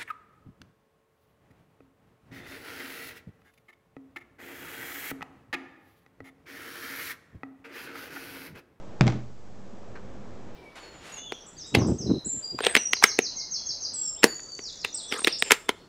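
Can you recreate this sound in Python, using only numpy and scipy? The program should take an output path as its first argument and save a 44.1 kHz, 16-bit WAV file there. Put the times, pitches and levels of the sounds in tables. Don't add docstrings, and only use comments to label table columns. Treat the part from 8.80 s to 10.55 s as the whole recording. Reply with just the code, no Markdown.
import sys
import numpy as np
from scipy import signal
from scipy.io import wavfile

SR = 44100
rng = np.random.default_rng(int(sys.argv[2]) if len(sys.argv) > 2 else 0)


def boost_factor(decibels):
    exponent = np.asarray(decibels, float) / 20
    return 10 ** exponent


def dump_mix(stems):
    frames = np.atleast_2d(stems).T
    limited = np.clip(frames, -1, 1)
    pcm = np.round(limited * 32767).astype(np.int16)
    wavfile.write(sys.argv[1], SR, pcm)


N = 77175

# f/Hz, level/dB [dB per Hz]
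AIR_SPECTRUM = [(18, -40), (30, -26), (107, 1), (161, -10.5), (193, 4.5), (291, -4.5), (343, 0.5),
                (466, 0.5), (4000, -29.5), (5200, -59.5), (8800, -120)]
AIR_DB = -47
# f/Hz, width/Hz, level/dB
DRONES = [(54.6, 3, -58.5), (95.6, 8.4, -58.5), (116.4, 9, -54.5), (197, 5.2, -54), (241.4, 4.3, -57.5)]

# t/s, thud level/dB, crack level/dB, direction/sign
BLOWS = [
    (0.2097, -2, 1, 1),
    (0.2182, -20.5, -12.5, -1),
]
# f/Hz, level/dB, t60/s, direction/sign; the first is stirred by the hand only
TOP_MODES = [(121.6, -2.5, 0.52, -1), (159.8, -0.5, 0.072, 1), (208, -7.5, 0.35, 1), (282.2, -24, 0.34, 1),
             (332.6, -19.5, 0.29, 1), (394, -5, 0.036, 1), (577, -24, 0.13, 1), (620.7, -5, 0.062, 1),
             (940, -19, 0.049, 1), (1296, -31, 0.025, 1), (71.55, -29.5, 1, 1)]
# f/Hz, level/dB, t60/s, direction/sign
CRACK_MODES = [(784, -10, 0.007, 1), (1575, 11, 0.0012, 1), (2330, -11.5, 0.0056, 1), (3556, -14, 0.013, 1),
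               (4640, -14, 0.0064, 1), (4910, -25.5, 0.0044, -1), (7550, -36.5, 0.0041, 1)]
PALM_HZ, SLAP_S, SLAP_DB = 507, 0.001, -27

# t/s, thud level/dB, click level/dB, direction/sign
HOPS = [
    (.2395, -17, -21.5, 1),
    (.2590, -13, -36, -1),
    (.2684, -7.5, -6.5, -1),
    (.2781, -12.5, -1.5, 1),
    (.2920, -18, -23, -1),
    (.3010, -39, -15, 1),
    (.3220, -21.5, -19, -1),
]
# f/Hz, level/dB, t60/s, direction/sign
BOARD_MODES = [(790, -17.5, .05, 1), (1058, -15, 0.024, -1), (1517, -13.5, 0.013, 1),
               (2126, -10, 0.011, -1), (3130, -11.5, 0.002, 1), (3960, -11.5, 0.0033, 1),
               (5080, -18.5, 0.009, -1), (5730, -14, 0.0038, 1), (7100, -21, 0.0065, 1)]
HOP_SLAP_S, HOP_SLAP_DB = 0.002, -20
MIC_LOW_HZ = 61.4

# f/Hz, level/dB [dB per Hz]
SHUDDER_SPECTRUM = [(29, -46), (60, -14), (110, -7), (230, -2.5), (500, -18.5), (1800, -31), (8000, -44.5),
                    (10400, -80)]
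# t/s, level/dB
SWELLS = [
    (0.213, -18),
    (0.271, -19.5),
]
SHUDDER_DB, SWELL_S, LOW_T60_S, HIGH_T60_S = 24.5, 0.0052, 0.4, 0.44
ROOM_T60_S, ROOM_DB, WALL_HZ = 0.53, -28, 6700

# f/Hz, level/dB, t60/s
CHATTER_MODES = [(615, 13, 0.0027), (1550, 2, 0.0016), (2310, -13, 0.001), (3770, 3, 0.0012),
                 (5940, -7.5, 0.0043)]
RATTLE_PER_S, RATTLE_DB, RATTLE_FROM_S, RATTLE_T60_S = 1200, -31.5, 0.26, 0.28

# t/s, length/s, level/dB
SCUFFS = [
    (1.151, .024, -52),
    (.670, .015, -67),
]
# f/Hz, level/dB, t60/s
SCUFF_MODES = [(1250, -6, .012), (1550, 0, .015), (1850, -2, .01), (2350, -9, .008), (4100, -10, .005)]

CLIP_LEVEL, INPUT_HZ = 0.72, 7500
DUCK_DB, DUCK_S, HOLD_S, RECOVER_S = 9, 0.0025, 0.061, 0.56
HISS_DB, HISS_LOW_HZ, HISS_BUMP_HZ, HISS_BUMP_DB = -65.5, 1500, 7010, 4
TOP_CUT_HZ, DC_OFFSET = 8000 * 1.148, 0.0141


def rms_one(x):
    return x / np.sqrt(np.mean(x ** 2) + 1e-20)


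def butter(x, order, hz, kind="low"):
    return signal.sosfilt(signal.butter(order, hz, kind, fs=SR, output="sos"), x)


def ring(clicks, hz, t60_s):
    r = boost_factor(-60 / (t60_s * SR))
    w = 2 * np.pi * hz / SR
    return signal.lfilter([0, np.sin(w)], [1, -2 * r * np.cos(w), r * r], clicks + 1e-18)


def body(clicks, modes):
    out = 0
    for hz, db, t60_s, *direction in modes:
        out = out + boost_factor(db) * np.sign(np.prod(direction)) * ring(clicks, hz, t60_s)
    return out


def burst(start_s, rise_s, fall_s):
    t = np.maximum(np.arange(N) / SR - start_s, 0)
    return (1 - np.exp(-t / rise_s)) * np.exp(-t / fall_s)


def bands(spectrum, gain, count):
    edges = 28 * 2 ** (np.arange(count) / 2)
    white = rng.standard_normal((2, N + SR))
    hz, db = np.transpose(spectrum)
    out = 0
    for k, (low, high) in enumerate(zip(edges, edges[1:])):
        band = butter(white[k % 2], 2, [low, high], "band")[SR:]
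        level = boost_factor(np.interp(np.log(low * high) / 2, np.log(hz), db))
        out = out + band * level * gain(np.sqrt(low * high))
    return out


def drift(rate_hz):
    r = np.exp(-2 * np.pi * rate_hz / SR)
    return rms_one(signal.lfilter([1], [1, -2 * r, r * r], rng.standard_normal(N + SR))[SR:])


def air(patchy_db):
    rumble = bands(AIR_SPECTRUM, lambda hz: boost_factor(patchy_db * drift(5)), count=16)
    out = boost_factor(AIR_DB) * rms_one(rumble)
    for hz, width_hz, db in DRONES:
        t60_s = np.log(1000) / np.pi / width_hz
        drone = ring(rng.standard_normal(N + SR), hz, t60_s)[SR:]
        out += boost_factor(db) * rms_one(drone)
    return out


def strikes(contacts, spray_db, spray_s):
    thud, crack = np.zeros(N), np.zeros(N)
    spray = rng.standard_normal(N)
    for s, thud_db, crack_db, direction in contacts:
        i = int(s * SR)
        thud[i] += np.sign(direction) * boost_factor(thud_db)
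        crack[i] += np.sign(direction) * boost_factor(crack_db)
        crack += boost_factor(crack_db + spray_db) * spray * burst(s, 1e-4, spray_s)
    return butter(thud, 2, PALM_HZ), crack


def table():
    push, crack = strikes(BLOWS, SLAP_DB, SLAP_S)
    nudge, click = strikes(HOPS, HOP_SLAP_DB, HOP_SLAP_S)
    low = body(push, TOP_MODES) + body(nudge, TOP_MODES[1:])
    thin = butter(low, 2, MIC_LOW_HZ, "high")
    return thin + body(crack, CRACK_MODES) + body(click, BOARD_MODES)


def shudder():
    def fade(hz):
        t60_s = np.interp(np.log(hz), np.log([100, 6000]), [LOW_T60_S, HIGH_T60_S])
        return sum(boost_factor(db) * burst(s, SWELL_S, t60_s / np.log(1000)) for s, db in SWELLS)
    return boost_factor(SHUDDER_DB) * bands(SHUDDER_SPECTRUM, fade, count=18)


def room(x):
    out = np.zeros(N)
    dull = np.exp(-2 * np.pi * WALL_HZ / SR)
    lags = (rng.uniform(0.0054, 0.04, 10) * SR).astype(int)
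    for k, lag in enumerate(lags):
        loop, state = x.copy(), [0.]
        gain = boost_factor(-60 * lag / SR / ROOM_T60_S)
        for i in range(lag, N, lag):
            back, state = signal.lfilter([gain * (1 - dull)], [1, -dull], loop[i - lag:i], zi=state)
            loop[i:i + lag] += back[:N - i]
        out += (loop - x) * (-1) ** k
    return butter(out, 2, 300, "high")


def grains(rate_per_s):
    hits = rng.random(N) < rate_per_s / SR
    size = boost_factor(3.1 * np.minimum(rng.exponential(1, N), 4))
    return hits * size * rng.choice([-1, 1], N)


def rattle():
    clicks = grains(RATTLE_PER_S) * burst(RATTLE_FROM_S, 0.003, RATTLE_T60_S / np.log(1000))
    return boost_factor(RATTLE_DB) * body(clicks, CHATTER_MODES)


def scuffs():
    shape = sum(boost_factor(db) * burst(s, length_s / 3, length_s / 2) for s, length_s, db in SCUFFS)
    return body(rng.standard_normal(N) * shape, SCUFF_MODES)


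def scene():
    near = table() + rattle() + scuffs()
    return (near + boost_factor(ROOM_DB) * room(near) + shudder() + air(patchy_db=0.5))[None]


def low_pass(x):
    return signal.sosfilt(signal.butter(12, 8970, fs=SR, output="sos"), x)


def record(dry):
    t = np.maximum(np.arange(N) / SR - BLOWS[0][0], 0)
    recovery = np.exp(-(np.maximum(t - HOLD_S, 0) / RECOVER_S) ** 2)
    duck = (1 - np.exp(-t / DUCK_S)) * recovery
    white = rng.standard_normal(N)
    hiss = rms_one(butter(white, 1, HISS_LOW_HZ, "high"))
    hiss = hiss + 0.5 * boost_factor(HISS_BUMP_DB) * rms_one(ring(white, HISS_BUMP_HZ, 0.00048))
    x = butter(np.clip(dry, -CLIP_LEVEL, CLIP_LEVEL), 2, INPUT_HZ)
    x = x * boost_factor(-DUCK_DB * duck) + boost_factor(HISS_DB - 0.9 * duck) * hiss
    top_cut = signal.cheby2(16, 70, TOP_CUT_HZ, fs=SR, output="sos")
    mix = signal.sosfilt(top_cut, x) + DC_OFFSET
    return low_pass(mix)


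dry = scene()
out = record(dry)
dump_mix(out)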